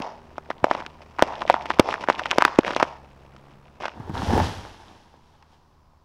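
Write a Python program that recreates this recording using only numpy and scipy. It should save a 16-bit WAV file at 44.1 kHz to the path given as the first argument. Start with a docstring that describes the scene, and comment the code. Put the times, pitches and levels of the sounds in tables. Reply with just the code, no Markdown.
"""A tractor pulls steadily far off: wavering firing tones and pulsed clatter, in faint outdoor air (filtered noise).
From the start the hinge of a big conifer snaps and tears: damped knocks, ticks and filtered random grains, with
a few low bumps. The surrounding trees throw each crack back; the loudest clip. The tractor slows, then eases off.
The last strands break at about 3.9 s; trunk and limbs thud down and the crown crushes twigs: swelling grain
noise and knocks. The debris settles with a few faint snaps, and a last bough rustles faintly."""
import sys
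import numpy as np
from scipy import signal
from scipy.fft import rfft, irfft, next_fast_len
from scipy.io import wavfile
from scipy.ndimage import uniform_filter1d

SR = 44100
rng = np.random.default_rng(int(sys.argv[2]) if len(sys.argv) > 2 else 0)


def transcribe(u):
    """Save the signal u as a 16-bit wav file named by the first command-line argument.

    u: samples, shape (n,) or (channels, n), limited to [-1, 1]; the rate is SR.
    q: integer samples, one column per channel.
    """
    v = np.clip(np.atleast_2d(u).T, -1, 1)
    q = np.round(v * 32767).astype(np.int16)
    wavfile.write(sys.argv[1], SR, q)


N = 266452
LENGTH = next_fast_len(N + SR)  # a spare second holds the tails
TIME = np.arange(LENGTH) / SR

# Single wood snaps, loud and faint, hinge first, branches last:
# (time [s], knock peak [dB], pitch [Hz], tick re knock before the tick trim [dB], damping [1]: low rings, high is dead)
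SNAP_EVENTS = [(-.035, 7.5, 612, -8.5, 1.13), (.021, -28, 1010, 7.5, 1.5),
               (0.3817, -17.5, 686, -11.5, 0.93), (0.5044, -12, 680, -15, 0.97), (.643, 1, 640, -15, 1.11),
               (0.7124, -2, 762, -14.5, 0.87), (0.7507, -12.5, 707, -25, .9), (0.804, -20.5, 922, -28, 1.5),
               (.864, -18.5, 1970, -14.5, 1.5), (1.187, -16, 987, -16.5, 0.81),
               (1.1931, -8.5, 837, -23.5, 0.74), (1.2237, 9.5, 644, -18, 1.3),
               (1.42, -11.5, 1020, -21.5, 0.68), (1.4787, -17, 1314, -15.5, 1.8),
               (1.499, 5.5, 732, -21.5, 0.68), (1.5044, -6, 662, -28.5, 0.69),
               (1.5419, -4.5, 786, -38, 0.83), (1.6576, -17, 931, -18.5, 0.85), (1.7044, -4, 930, -26, 1.2),
               (1.7134, -15, 993, -21, 1.3), (1.788, -16, 1241, -14, 1.4), (1.796, 12.5, 414, -8, 1.54),
               (1.889, -9, 800, -30, 0.87), (1.927, -14, 1197, -15, 1.1), (1.9413, -10, 1192, -26.5, 1.24),
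               (2.0403, -15, 988, -10.5, 1.1), (2.0869, -2.5, 665, -24, 1.5),
               (2.1002, 0, 776.4, -29.5, 1.37), (2.195, -10.5, 1198, -9, 0.89),
               (2.258, -9.5, 1009, -14, 1.54), (2.308, -19, 2400, -3, 1.4), (2.3129, -3.5, 1905, -5, 1.5),
               (2.318, -9.5, 1284, -17, 0.78), (2.33, -16, 732, -18, 0.99), (2.3839, 3, 563, -6, 1.9),
               (2.406, -12.5, 1083, -17, 1), (2.4112, -10, 1110, -19, 1.2), (2.4225, 4.5, 990, -19, 1.02),
               (2.451, 8.5, 1327, -10, 0.92), (2.4798, -11.5, 938, -17.5, .7),
               (2.588, 5.5, 345, -12.5, 1.16), (2.634, -19.5, 1021, -15.5, 1.5),
               (2.6655, -16, 807, -16.5, 1.3), (2.68, -9.5, 908, -19, 1.6), (2.707, -13, 721, -14, 1.8),
               (2.764, -4.5, 635, -7, 1.67), (2.8004, -9.5, 890, -7.5, 0.64),
               (2.8066, -9.5, 820, -14, 0.61), (2.8278, 2.5, 685, -14, 1.72),
               (3.3646, -36.5, 1410, -1, 1.2), (3.8435, -18, 1010, -13, 1.1), (3.8559, -13, 725, -7, 0.99),
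               (3.8819, -17, 1000, -7, 0.87), (4.178, -24.5, 3630, -19, 0.34),
               (4.883, -40.5, 3500, -10, .6), (5.426, -40.5, 1310, -1.5, 1.1)]
# Low bumps (one a wind or handling bump, one the low thump of overload), then thuds of trunk and limbs:
# (time [s], peak [dB], pitch [Hz])
BUMP_EVENTS = [(.002, -22, 258), (.63, -27.5, 102), (1.798, -25.5, 90), (4.0, -26, 116), (4.096, -23, 142),
               (4.22, -18, 930), (4.263, -25, 483), (4.284, -23, 94), (4.306, -13, 756), (4.334, -11, 247),
               (4.362, -16.5, 330), (4.378, -11, 473), (4.392, -15, 208), (4.401, -12.5, 745),
               (4.651, -26.5, 935), (4.745, -35, 830), (5.141, -40.5, 558)]
# Spells of tearing, hinge then last strands: (full level from [s], hold [s], level before layer trims [dB])
TEAR_SPELLS = [(0.647, 0.14, -39), (1.197, 0.55, -39.5), (1.899, 0.02, -32.5), (1.986, 0.52, -40.5),
               (2.646, 0.19, -34), (3.804, 0.054, -39.5)]
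# Engine tones: (multiple of firing rate [1], relative level [dB])
FIRING_ORDERS = [(1, -2), (2, -7), (3, -10), (5, -12.5)]
# Dry tick of a parting fibre: (frequency [Hz], relative level [dB])
TICK_SPECTRUM = [(800, -24), (2450, 10), (4200, -2), (5400, 0), (7200, -16.5), (11000, -26.5), (16000, -50)]
# Fine splintering: (frequency [Hz], relative level [dB])
SPLINTER_SPECTRUM = [(80, -11), (300, 1), (1000, 1.5), (1500, -11.5), (2700, -10.5), (4300, -26.5),
                     (5400, -19.5), (7500, -35.5), (16000, -60)]
# Scatter off stump and ground: (frequency [Hz], relative gain [dB])
SCATTER_SPECTRUM = [(60, -2), (300, -4), (900, 6), (2000, -9)]
# Reflection off the surrounding trees: (frequency [Hz], relative gain [dB])
ECHO_SPECTRUM = [(60, -17.5), (350, -13), (560, -5), (880, 1.5), (1400, -6.5), (5300, -1.5), (8000, -6.5)]
# Rumble of the struck earth: (frequency [Hz], relative level [dB])
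GROUND_SPECTRUM = [(20, -29), (40, 5), (95, 15), (145, 0), (260, 3), (470, -7), (900, -43.5)]
# Breaking branches: (frequency [Hz], relative level [dB])
BRANCH_SPECTRUM = [(120, 0), (270, 1), (620, -3), (880, 8.5), (1200, -8.5), (1700, -6), (3500, -44.5),
                   (9000, -49)]
# Crushed twigs and needles: (frequency [Hz], relative level [dB])
NEEDLE_SPECTRUM = [(900, 1), (2300, -6), (3200, -2.5), (4300, -7.5), (5500, -8), (7500, -19),
                   (11000, -23.5), (16000, -45)]
# Outdoor background: (frequency [Hz], relative level [dB])
AIR_SPECTRUM = [(25, 0), (90, -2), (220, -19.5), (550, -24), (1000, -9.5), (1900, -39.5), (5200, -31.5),
                (8500, -46.5)]

AIR_DB, TOP_HZ = -59.5, 15700
# Tractor: firing rate, level before the tone/clatter mix
PULL_HZ, PULL_DB, IDLE_HZ, IDLE_DB = 77.8, -49, 77, -60.5
EASE_OFF_S, EASE_LENGTH_S = 3.5, 1
SAG_HZ_PER_S = 2.4  # labours under load
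SPEED_WANDER_RMS, HUM_WAVER_RMS = .023, .5
# Tearing; levels before layer trims
TEAR_ATTACK_S, TEAR_RELEASE_S = 0.0037, 0.048
STRAIN_DB, STRAIN_PEAK_S, STRAIN_DB_PER_S = -56, 1.2, 3  # faint crackle between spells
SPLINTER_DB, SPLINTER_S = -37, 0.03  # fibres keep parting after a crack
# Fall: butt slips off the stump, crown touches, trunk hits, debris at rest
BUTT_DOWN_S, CROWN_DOWN_S, IMPACT_S, AT_REST_S = 3.94, 4.135, 4.384, 5.7
CONTACT_S, SETTLE_DB_PER_S, REST_FADE_S = 0.019, 18, 0.26
SWAY_S, SWAY_LENGTH_S, SWAY_DB = 5.53, 0.046, 8.5  # last bough sinks and rustles
CRUNCH_DB, CRUNCH_S = -13, 0.016  # crunch re bump or thud


def undb(db):
    """Decibels to gain."""
    return 10 ** (np.asarray(db) / 20)


def unit(x):
    """Scale to rms 1."""
    return x / np.sqrt(np.mean(x ** 2))


def ramp(start_s, length_s):
    """Straight rise from 0 to 1."""
    return np.clip((TIME - start_s) / length_s, 0, 1)


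def add(track, at_s, sound):
    """Mix a sound in at a time, wrapping at the ends."""
    track[(int(at_s * SR) + np.arange(len(sound))) % LENGTH] += sound


def colour(x, spectrum):
    """Causal minimum-phase filter through (Hz, dB) points, by folding the cepstrum."""
    point_hz, point_db = np.transpose(spectrum)
    hz = np.maximum(np.fft.rfftfreq(len(x), 1 / SR), 1)
    gain_db = np.interp(np.log(hz), np.log(point_hz), point_db)
    cepstrum = irfft(np.log(undb(gain_db)), len(x))
    cepstrum[1:len(x) // 2] *= 2
    cepstrum[len(x) // 2:] = 0
    return irfft(rfft(x) * np.exp(rfft(cepstrum)), len(x))


def walk(rate_hz):
    """Slow random drift, rms 1: random steps smoothed twice."""
    hold = int(SR / rate_hz)
    steps = np.repeat(rng.standard_normal(LENGTH // hold + 1), hold)
    smooth = uniform_filter1d(uniform_filter1d(steps, hold), hold)
    return unit(smooth[:LENGTH])


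def grains(rate_hz, spread_db):
    """Tiny fractures at random moments, a few much larger than the rest; rms 1."""
    size = undb(spread_db * np.minimum(rng.exponential(size=LENGTH), 4))
    struck = rng.random(LENGTH) < rate_hz / SR
    return unit(struck * size * rng.choice([-1, 1], LENGTH))


def knock(hz, damping, soft_hz, size=4096):
    """Heavily damped swing, as of wood set free at once, softened above soft_hz; peak 1."""
    f = np.fft.rfftfreq(size, 1 / SR)
    s = 1j * f / hz
    resonance = (damping * s / (1 + damping * s + s * s)) ** 2
    swing = irfft(resonance / (1 + 1j * f / soft_hz) ** 2)
    return -swing / np.abs(swing).max()


def snaps(db, hz, count, damping=0.54, scatter_db=4.5):
    """Single sticks giving way at random moments, each with its own size and pitch, following a level curve."""
    out = np.zeros(LENGTH)
    for when, size, pitch in rng.random((count, 3)):
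        at = int(when * N)
        gain = undb(db[at] + scatter_db * (4 * size ** 2 - 2))
        stick_hz = hz * 2 ** (3 * pitch - 1.5)
        add(out, at / SR, gain * knock(stick_hz, damping, 5000))
    return out


def air():
    """Faint outdoor background: filtered noise, gently swelling."""
    noise = colour(rng.standard_normal(LENGTH), AIR_SPECTRUM)
    return unit(noise) * undb(AIR_DB + 0.64 * walk(2.5))


def tractor(tones_db=-3.5, clatter_db=-5.0):
    """Distant diesel: firing tones and clatter pulsing with them; it slows under load, then idles quietly."""
    eased = ramp(EASE_OFF_S, EASE_LENGTH_S)
    pull_hz = (PULL_HZ - SAG_HZ_PER_S * TIME) * (1 + SPEED_WANDER_RMS * walk(4.5))
    firing_hz = pull_hz * (1 - eased) + IDLE_HZ * eased
    db = PULL_DB * (1 - eased) + IDLE_DB * eased
    phase = 2 * np.pi * np.cumsum(firing_hz) / SR
    tones = np.zeros(LENGTH)
    for order, order_db in FIRING_ORDERS:
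        waver = 1 + HUM_WAVER_RMS * walk(3.8)
        tones += undb(order_db) * waver * np.sin(order * phase + 2 * np.pi * rng.random())
    pulsed = rng.standard_normal(LENGTH) * (1 + .5 * np.sin(phase))
    clatter = colour(pulsed, [(200, -2), (1000, -8.5), (14000, -44)])
    return undb(db) * (undb(tones_db) * unit(tones) + undb(clatter_db) * unit(clatter))


def reflect(x, response, spectrum):
    """Many small reflections: convolution with a unit-energy response, then coloured."""
    response = colour(response / np.sqrt(np.sum(response ** 2)), spectrum)
    return irfft(rfft(x) * rfft(response), LENGTH)


def clearing(x, near_s=0.0051, near_db=-17, trees_s=0.064, trees_db=-18.5):
    """Stump and ground scatter the sound at once; the trees answer one by one, mostly after 40 ms."""
    scatter = rng.standard_normal(LENGTH) * np.exp(-TIME / near_s) * (TIME > .0015)
    near = reflect(x, scatter, SCATTER_SPECTRUM)
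    arrival = np.interp(TIME, [.01, .042, .07, .1], [.09, .13, .7, 1])
    echoes = grains(1500, 2.9) * arrival * np.exp(-TIME / trees_s)
    trees = reflect(x, echoes, ECHO_SPECTRUM)
    return x + undb(near_db) * near + undb(trees_db) * trees


def crash_db(peak_db, swell_db_per_s, fall_db_per_s, settle_db):
    """Level swells as more of the tree meets the ground, drops after impact, lingers as debris settles."""
    before_s, after_s = np.maximum(IMPACT_S - TIME, 0), np.maximum(TIME - IMPACT_S, 0)
    decay = undb(-fall_db_per_s * after_s) + undb(settle_db - SETTLE_DB_PER_S * after_s)
    return peak_db - swell_db_per_s * before_s + 20 * np.log10(decay)


def landing(butt_branch_db=-8, butt_needle_db=-13):
    """Trunk and limbs hit earth, branches break and twigs are crushed; few of them until the crown is down."""
    butt_only = 1 - ramp(CROWN_DOWN_S - CONTACT_S / 2, CONTACT_S)
    rumble_db = crash_db(peak_db=-23.0, swell_db_per_s=61, fall_db_per_s=94, settle_db=-30)
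    break_db = crash_db(peak_db=-28.5, swell_db_per_s=31, fall_db_per_s=94, settle_db=-18.5)
    strike_db = crash_db(peak_db=-21, swell_db_per_s=34, fall_db_per_s=160, settle_db=-30)
    crush_db = crash_db(peak_db=-34, swell_db_per_s=33, fall_db_per_s=61.0, settle_db=-16.5)
    break_db += butt_branch_db * butt_only
    strike_db += butt_branch_db * butt_only
    crush_db += butt_needle_db * butt_only
    sway_db = SWAY_DB * np.exp(-((TIME - SWAY_S) / SWAY_LENGTH_S) ** 2)

    ground = unit(colour(grains(700, 2.8), GROUND_SPECTRUM)) * undb(rumble_db)
    branches = unit(colour(grains(1800, 3.9), BRANCH_SPECTRUM))
    branches *= undb(break_db + sway_db + 1.9 * walk(35))
    limbs = snaps(strike_db, 416, count=750, damping=0.58)
    needles = unit(colour(grains(4000, 1.7), NEEDLE_SPECTRUM))
    needles *= undb(crush_db + sway_db + 1.0 * walk(25))
    down = ramp(BUTT_DOWN_S - CONTACT_S / 2, CONTACT_S) * (1 - ramp(AT_REST_S, REST_FADE_S))
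    return down * (ground + branches + limbs + needles)


def bumps_and_thuds(damping=0.88, soft_hz=3000):
    """Low bumps early on, then trunk and limb thuds: damped knocks, each with a decaying crunch."""
    knocks, crunch = np.zeros((2, LENGTH))
    for at_s, db, hz in BUMP_EVENTS:
        add(knocks, at_s, undb(db) * knock(hz, damping, soft_hz))
        add(crunch, at_s, undb(db + CRUNCH_DB) * np.exp(-TIME[:SR // 4] / CRUNCH_S))
    return knocks + crunch * unit(colour(grains(2500, 1.4), BRANCH_SPECTRUM))


def tear_db():
    """Spells set in fast, hold and die away; cracks leave splintering; faint strain crackle lies beneath."""
    gain = undb(STRAIN_DB - STRAIN_DB_PER_S * np.abs(TIME - STRAIN_PEAK_S))
    for start_s, hold_s, db in TEAR_SPELLS:
        attack = ramp(start_s - TEAR_ATTACK_S, TEAR_ATTACK_S)
        release = np.exp(-np.maximum(TIME - start_s - hold_s, 0) / TEAR_RELEASE_S)
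        gain = np.maximum(gain, undb(db) * attack * release)
    splintering = np.zeros(LENGTH)
    for at_s, db, *_ in SNAP_EVENTS:
        add(splintering, at_s, undb(SPLINTER_DB + min(db, 0)) * np.exp(-TIME[:SR // 4] / SPLINTER_S))
    return 20 * np.log10(np.hypot(gain, splintering))


def tearing(rate_hz=900, spread_db=3.0, level_db=-3.0, snap_db=12, tick_db=-13):
    """Thin fibres part in dense, ragged runs, thicker ones with small snaps and dry ticks."""
    db = tear_db()
    runs_db = 4.23 * walk(110)
    fibres = unit(colour(grains(rate_hz, spread_db), SPLINTER_SPECTRUM)) * undb(db + level_db + runs_db)
    ticks = unit(colour(grains(rate_hz / 2, spread_db), TICK_SPECTRUM)) * undb(db + tick_db + runs_db)
    attached = TIME < BUTT_DOWN_S
    return attached * (fibres + ticks + snaps(db + snap_db, 1350, count=560))


def cracks(soft_hz=5000, tick_db=1, lead_s=0.0027, lead_db=-25, splinter_db=-19,
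           jolt_db=-10, jolt_hz=385, jolt_damping=1.0, thinning_db_per_s=4.5):
    """Each fibre bundle crackles briefly, then lets go in a ragged cluster with ticks and a hollow knock."""
    body, ticks, strain = np.zeros((3, LENGTH))
    build_up = np.exp(-TIME[:SR // 20] / lead_s)[::-1]
    all_fibres = rng.random((len(SNAP_EVENTS), 6, 3))
    for (at_s, db, hz, bright_db, damping), fibres in zip(SNAP_EVENTS, all_fibres):
        add(body, at_s, undb(db) * knock(hz, damping, soft_hz))
        add(ticks, at_s, [-undb(db + bright_db)])
        for delay in fibres[:3, 1]:
            add(ticks, at_s + delay * .0035, [undb(db + bright_db) / 3])
        # neighbouring fibres, each at its own pitch; capped level, so a big crack masks them
        fibre_gain = undb(min(db, -10) + 10 + splinter_db)
        for delay, length, size in fibres:
            fibre_s = at_s - .002 + .011 * delay ** 2
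            add(body, fibre_s, size * fibre_gain * knock(800 * 4 ** length, .6, soft_hz))
        # hollow recoil of the stump, less as the hinge thins
        recoil_gain = undb(db + jolt_db - thinning_db_per_s * at_s)
        add(body, at_s, recoil_gain * knock(jolt_hz, jolt_damping, soft_hz))
        add(strain, at_s - 1 / 20, undb(min(db, -6)) * build_up)
    tick_peak = np.abs(colour(signal.unit_impulse(SR // 10), TICK_SPECTRUM)).max()
    bright = colour(ticks, TICK_SPECTRUM) / tick_peak
    lead = strain * unit(colour(grains(4000, 1.0), SPLINTER_SPECTRUM))
    return body + undb(tick_db) * bright + undb(lead_db) * lead


def scene():
    """Field, landing and wood; the tearing and all single snaps are echoed by the clearing."""
    field = air() + tractor()
    fall = landing() + bumps_and_thuds()
    wood = clearing(tearing() + cracks())
    return (field + fall + wood)[None, :N]


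def record(dry):
    """Overloaded microphone: the loudest cracks clip flat, then the top is cut."""
    clipped = np.clip(dry, -1, 1)
    top_cut = signal.ellip(8, .2, 70, TOP_HZ, fs=SR, output="sos")
    return signal.sosfilt(top_cut, clipped)


dry = scene()
out = record(dry)
transcribe(out)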